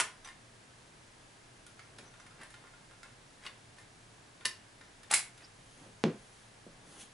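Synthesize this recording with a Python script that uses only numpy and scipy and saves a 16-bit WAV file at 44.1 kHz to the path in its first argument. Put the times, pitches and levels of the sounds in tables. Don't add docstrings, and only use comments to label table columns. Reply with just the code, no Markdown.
import sys
import numpy as np
from scipy import signal
from scipy.fft import rfft, irfft, next_fast_len
from scipy.io import wavfile

SR = 44100
rng = np.random.default_rng(int(sys.argv[2]) if len(sys.argv) > 2 else 0)


def store_pcm(level_fs):
    pcm = np.round(np.clip(level_fs, -1, 1) * 32767).astype(np.int16)
    wavfile.write(sys.argv[1], SR, np.atleast_2d(pcm).T)


N = 314433
T = np.arange(SR // 2) / SR

# (frequency [Hz], t60 [s])
ROOM_DECAY = [(150, 0.22), (500, 0.29), (1500, 0.31), (4000, 0.26), (10000, 0.22)]
# (frequency [Hz], correlation [1])
AIR_COHERENCE = [(60, 0.98), (140, 0.96), (340, 0.52), (830, 0.023), (1980, 0.17), (4740, 0.54),
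                 (11400, 0.81)]
ROOM_COHERENCE = [(200, 0.97), (700, 0.88), (2000, .74), (6000, 0.66), (10000, 0.89)]

# (frequency [Hz], relative spectral density [dB])
AIR_SPECTRUM = [(12, -32), (20, -3), (75, -12.5), (111, -3), (179, -9), (328, -10.5), (572, -12.5),
                (688, -11), (1300, -14.5), (1400, -16), (1640, -12.5), (1830, -15.5), (2140, -16),
                (2440, -17.5), (11000, -25.5), (14300, -123), (22000, -120)]
CLOTH_SPECTRUM = [(300, -25), (1500, -11), (2850, -4), (3170, 2), (3550, -4.5), (5700, -7), (6450, 0.5),
                  (7200, -9), (9800, 0.5), (11000, -3), (14000, -42)]
BOARD_SPECTRUM = [(50, -46), (150, -7), (500, -5.5), (1000, -1.5), (1900, 3), (3000, -2.5), (6000, -11.5),
                  (11000, -13)]
DESK_SPECTRUM = [(60, -30), (180, 0), (290, -4), (400, 0), (620, -6), (800, -19), (1400, -26), (2100, -21),
                 (4000, -33), (11000, -52)]
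CHASSIS_SPECTRUM = [(100, -38), (330, 3), (650, -11), (1050, 9), (1600, -0.5), (2600, 0), (3400, -3.5),
                    (5500, -7), (11000, -5)]
LATCH_SPECTRUM = [(100, -24), (350, -20), (650, -19), (1050, 1), (2000, -3.5), (2800, 5), (3300, -5.5),
                  (4500, -1), (6700, -5), (11000, -7.5)]
SOCKET_SPECTRUM = [(100, -41), (400, -28), (800, 0), (1400, -0.5), (2300, 5), (3200, -2.5), (4200, 1),
                   (6300, -3.5), (7600, 1), (11000, -2.5)]
# (frequency [Hz], relative level [dB], t60 before cap and damping [s])
BOARD_RESONANCES = [(1054, -2.5, 0.074), (1412, 4, 0.075), (1808, 4, 0.044), (2114, -2, 0.079),
                    (2620, -13, 0.046), (3654, -2, .04), (4920, -5.5, 0.022), (9600, -11, 0.024)]
DESK_RESONANCES = [(122, -12, .16), (166, 1, .17), (201, 4, .18), (234, -3, .17), (294, -9, .13),
                   (371, 1, .22), (454, -7, .14), (506, -2, .17), (565, -3, .11), (684, -14, .15)]
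CHASSIS_RESONANCES = [(641, -5, 0.15), (1070, -1.5, 0.14), (1435, 4, 0.12), (1790, 0, 0.15),
                      (2090, -23, 0.8), (2094, -7, 0.22), (2430, -17, 0.21), (2650, -4, 0.099),
                      (2720, 2.5, 0.077), (3030, -28.5, 0.3), (3300, -11, 0.27), (4350, -16, 0.37),
                      (4944, 1, 0.098), (5660, -4, 0.16)]
LATCH_RESONANCES = [(1055, -3, .22), (1782, -3, .15), (2003, -2, .15), (2750, -2, .1), (2842, -3, .17),
                    (3580, -3, .14), (3838, -6, .18), (4585, 2, .11), (5281, -7, .15), (10850, -1, .08)]
SOCKET_RESONANCES = [(1514, -4, .2), (1755, -2, .25), (2194, 1, .22), (2277, 0, .2), (2352, 0, .22),
                     (2751, -1, .2), (3731, -3, .16), (4791, -2, .15), (5022, -3, .2), (5346, -4, .2),
                     (5728, -4, .16), (7215, -1, .18), (7332, -1, .16), (7747, -2, .18), (7848, 0, .18),
                     (7985, -1, .18), (8410, -2, .18), (8725, -2, .18), (10111, -1, .18), (10280, -2, .17),
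                     (10607, -1, .17)]

# (peak time [s], rise [s], level [dB])
ARM_SWISHES = [(5.8, 0.35, -69.5), (6.35, 0.45, -70.5), (6.96, 0.14, -62), (7.015, 0.042, -52.5)]
HAND_RUBS = [(2.02, 0.23, -62.5), (5.85, 0.11, -60.5), (6.96, 0.25, -62)]
# (peak time [s], rise [s], level [dB], pitch [Hz])
SLOT_SQUEAKS = [(.257, 0.016, -55, 6000), (2.079, .033, -61, 6030), (2.205, 0.012, -58, 5980),
                (5.449, 0.017, -58.5, 4800), (5.451, 0.017, -58.5, 5430)]
# (peak time [s], rise [s], level [dB], hardness [dB/octave])
EDGE_SCRAPES = [(.275, .035, -60, 0), (2.425, 0.051, -53.5, -5), (2.64, 0.15, -69, -12),
                (3.075, 0.047, -65, -6), (3.468, 0.051, -50.5, -0.5), (3.81, 0.06, -64, 4.5),
                (5.111, 0.011, -42, 2), (5.128, 0.011, -37, -1), (5.435, 0.044, -59, -1)]
# (time [s], gain [dB], cut-off [Hz])
DESK_BUMPS = [(1.991, -56.5, 1200), (4.456, -50, 1200), (5.122, -59, 1490), (5.859, -53.5, 393),
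              (5.886, -49.5, 250), (6.039, -25.5, 3020), (6.0637, -24, 241), (6.097, -40, 1500),
              (6.665, -49, 586), (6.687, -53.5, 297)]
# (time [s], level [dB], hardness [dB/octave])
BOARD_TICKS = [(.247, -49, 4), (.258, -50, -1), (.274, -48, 2), (.287, -50, 1), (1.665, -52, 6.5),
               (1.793, -49, 0.5), (1.985, -47.5, 2.5), (2.199, -53.5, 0), (2.265, -55, 2.5),
               (2.414, -50.5, 2), (2.432, -53, 9), (2.504, -54, 5), (2.541, -50.5, 0.5), (2.639, -55, -6),
               (3.031, -47.5, 1.5), (3.784, -53.5, 0.5), (4.409, -52, -1), (4.811, -51.5, 0.5),
               (5.032, -53.5, 4.5), (5.377, -55.5, 7)]
CHASSIS_CLACKS = [(.0005, -22.5, 2), (.006, -27.5, 1.5), (.015, -32, -2)]
LATCH_CLICKS = [(3.4645, -38.5, -4), (3.471, -51, -1.5), (4.451, -34, -0.5), (4.4546, -24.5, 3.5),
                (4.4618, -32, 2.5)]
SOCKET_SNAPS = [(5.1112, -30, -6), (5.1136, -26, 8), (5.1265, -29, -4.5), (5.1379, -20, 2.5),
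                (5.1417, -20.5, 5), (5.147, -28.5, 3.5)]


def amp(db):
    return 10 ** (np.asarray(db) / 20)


def unit(x):
    return x / np.sqrt(np.mean(x ** 2) + 1e-20)


def burst(x):
    return unit(x) * np.sqrt(.005 * SR / x.shape[-1])


def along(points, hz):
    frequencies, values = np.transpose(points)
    return np.interp(np.log(hz + 1), np.log(frequencies + 1), values)


def filtered(x, response):
    size = x.shape[-1]
    padded = next_fast_len(size + 8192)
    return irfft(rfft(x, padded) * response(np.fft.rfftfreq(padded, 1 / SR)), padded)[..., :size]


def noise(spectrum, size):
    return unit(filtered(rng.standard_normal(size), lambda hz: amp(along(spectrum, hz))))


def narrowband(centre_hz, half_width_hz, size):
    return filtered(rng.standard_normal(size), lambda hz: 1 / (1 + ((hz - centre_hz) / half_width_hz) ** 2))


def spread(pair, coherence):
    angle = lambda hz: np.arccos(np.clip(along(coherence, hz), -1, 1)) / 2
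    mid, side = filtered(pair, lambda hz: np.array([np.cos(angle(hz)), np.sin(angle(hz))]))
    return np.array([mid + side, mid - side])


def background(air_db, hum_hz, hum_half_width_hz, hum_db):
    pair = np.array([noise(AIR_SPECTRUM, N), noise(AIR_SPECTRUM, N)])
    air = unit(spread(pair, AIR_COHERENCE))
    hum = unit(narrowband(hum_hz, hum_half_width_hz, N))
    return amp(air_db) * air + amp(hum_db) * hum


def in_room(x, wet_db):
    hz, t, bands = signal.stft(rng.standard_normal((2, len(T))), SR, nperseg=256)
    decay = amp(-60 * t / along(ROOM_DECAY, hz)[:, None])
    tail = signal.istft(bands * decay, SR, nperseg=256)[1][:, :len(T)]
    onset = 1 - np.exp(-(T / 0.00076) ** 2)
    tail = spread(tail * onset, ROOM_COHERENCE)
    reverb = signal.fftconvolve(np.atleast_2d(x), tail / np.linalg.norm(tail[0]), axes=1)
    return x + amp(wet_db) * reverb[:, :len(T)]


def add(track, time_s, sound):
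    start = max(round(time_s * SR), 0)
    track[:, start:start + sound.shape[-1]] += sound[:, :N - start]


def hardened(x, hardness):
    radiated = lambda hz: hz ** 2 / (hz ** 2 + 110 ** 2) / (1 + (hz / 12000) ** 24)
    return filtered(x, lambda hz: amp(hardness * np.log2(1 + hz / 250)) * radiated(hz))


def strokes(rows, source, wet_db, fall_over_rise=0.54):
    track = np.zeros((2, N))
    t = T - T[-1] / 2
    for peak_s, rise_s, db, *contact in rows:
        width_s = np.where(t < 0, rise_s, fall_over_rise * rise_s)
        push = np.exp(-2 * (t / width_s) ** 2)
        add(track, peak_s + t[0], in_room(amp(db) * unit(source(*contact)) * push, wet_db))
    return track


def swishes(wet_db):
    return strokes(ARM_SWISHES, lambda: noise(CLOTH_SPECTRUM, len(T)), wet_db)


def squeaks(half_width_hz, wet_db):
    return strokes(SLOT_SQUEAKS, lambda hz: narrowband(hz, half_width_hz, len(T)), wet_db)


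def scrapes(slips_per_s, skin_hardness, wet_db):
    def grit(hardness):
        slips = rng.standard_normal(len(T)) * (rng.random(len(T)) < slips_per_s / SR)
        return hardened(filtered(slips, lambda hz: amp(along(BOARD_SPECTRUM, hz))), hardness)
    return strokes(EDGE_SCRAPES, grit, wet_db) + strokes(HAND_RUBS, lambda: grit(skin_hardness), wet_db)


def fidgets(count, span_s, db, hardness):
    return [(time_s, db, hardness) for time_s in rng.uniform(*span_s, count)]


def ring(modes, damping, scatter_db):
    hz, db, t60 = np.transpose(modes)[:, :, None]
    hz = hz * (1 + .004 * rng.standard_normal(hz.shape))
    strength = amp(db + scatter_db * rng.standard_normal(hz.shape)) * rng.choice([-1, 1], hz.shape)
    decay = amp(-60 * T * damping / np.minimum(t60, .4))
    return np.sum(strength * decay * np.sin(2 * np.pi * hz * T), axis=0)


def desk(slap_s, slap_top_hz, thud_t60, thud_db, ring_db, lowest_hz, wet_db):
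    track = np.zeros((2, N))
    pulse = -(1 - T / slap_s) * np.exp(-T / slap_s)
    slap = signal.lfilter(*signal.butter(3, slap_top_hz, fs=SR), pulse)
    for time_s, db, cutoff_hz in DESK_BUMPS:
        slap_db = 16.52 + 15 * np.log2(cutoff_hz / 3010)
        thud = burst(noise(DESK_SPECTRUM, len(T)) * amp(-60 * T / thud_t60))
        boom = burst(ring(DESK_RESONANCES, damping=1.6, scatter_db=-2))
        body = amp(thud_db) * thud + amp(ring_db) * boom
        body = signal.lfilter(*signal.butter(2, cutoff_hz, fs=SR), body)
        add(track, time_s, in_room(amp(db) * (amp(slap_db) * slap + body), wet_db))
    return signal.lfilter(*signal.butter(3, lowest_hz, "high", fs=SR), track)


def impacts(rows, spectrum, modes, crack_t60, rattle_t60, rattle_db, ring_db, damping, wet_db):
    track = np.zeros((2, N))
    build_up = 1 - np.exp(-T / 0.0014)
    for time_s, db, hardness in rows:
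        crack = burst(noise(spectrum, len(T)) * amp(-60 * T / crack_t60))
        diffuse = spread(noise(spectrum, (2, len(T))), ROOM_COHERENCE)
        rattle = burst(diffuse * amp(-60 * T / rattle_t60)) * build_up
        ringing = burst(ring(modes, damping, scatter_db=4.0))
        blow = crack + amp(rattle_db) * rattle + amp(ring_db) * ringing
        add(track, time_s, in_room(amp(db) * burst(hardened(blow, hardness)), wet_db))
    return track


def scene():
    clack = impacts(CHASSIS_CLACKS, CHASSIS_SPECTRUM, CHASSIS_RESONANCES, crack_t60=0.015,
                    rattle_t60=0.071, rattle_db=-0.5, ring_db=-4.5, damping=2.0, wet_db=-4.5)
    latch = impacts(LATCH_CLICKS, LATCH_SPECTRUM, LATCH_RESONANCES, crack_t60=0.015,
                    rattle_t60=0.043, rattle_db=-2.0, ring_db=2.5, damping=3.8, wet_db=-5.5)
    snaps = impacts(SOCKET_SNAPS, SOCKET_SPECTRUM, SOCKET_RESONANCES, crack_t60=0.018,
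                    rattle_t60=0.19, rattle_db=-4, ring_db=-9, damping=1.8, wet_db=-3.0)
    touches = BOARD_TICKS + fidgets(count=6, span_s=(2, 3), db=-56.5, hardness=-1.8)
    ticks = impacts(touches, BOARD_SPECTRUM, BOARD_RESONANCES, crack_t60=0.019,
                    rattle_t60=0.025, rattle_db=8.5, ring_db=5, damping=1.0, wet_db=0.5)
    friction = scrapes(slips_per_s=2500, skin_hardness=-11, wet_db=-3)
    friction += squeaks(half_width_hz=87, wet_db=-6)
    friction += swishes(wet_db=0.5)
    bumps = desk(slap_s=0.00045, slap_top_hz=6160, thud_t60=0.083, thud_db=2.5, ring_db=2.0,
                 lowest_hz=129, wet_db=-6)
    ambience = background(air_db=-58, hum_hz=116.4, hum_half_width_hz=8.5, hum_db=-71.5)
    return ambience + friction + ticks + bumps + clack + latch + snaps


def record(dry, top_hz=11080):
    return filtered(dry, lambda hz: 1 / np.sqrt(1 + (hz / top_hz) ** 160))


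dry = scene()
out = record(dry)
store_pcm(out)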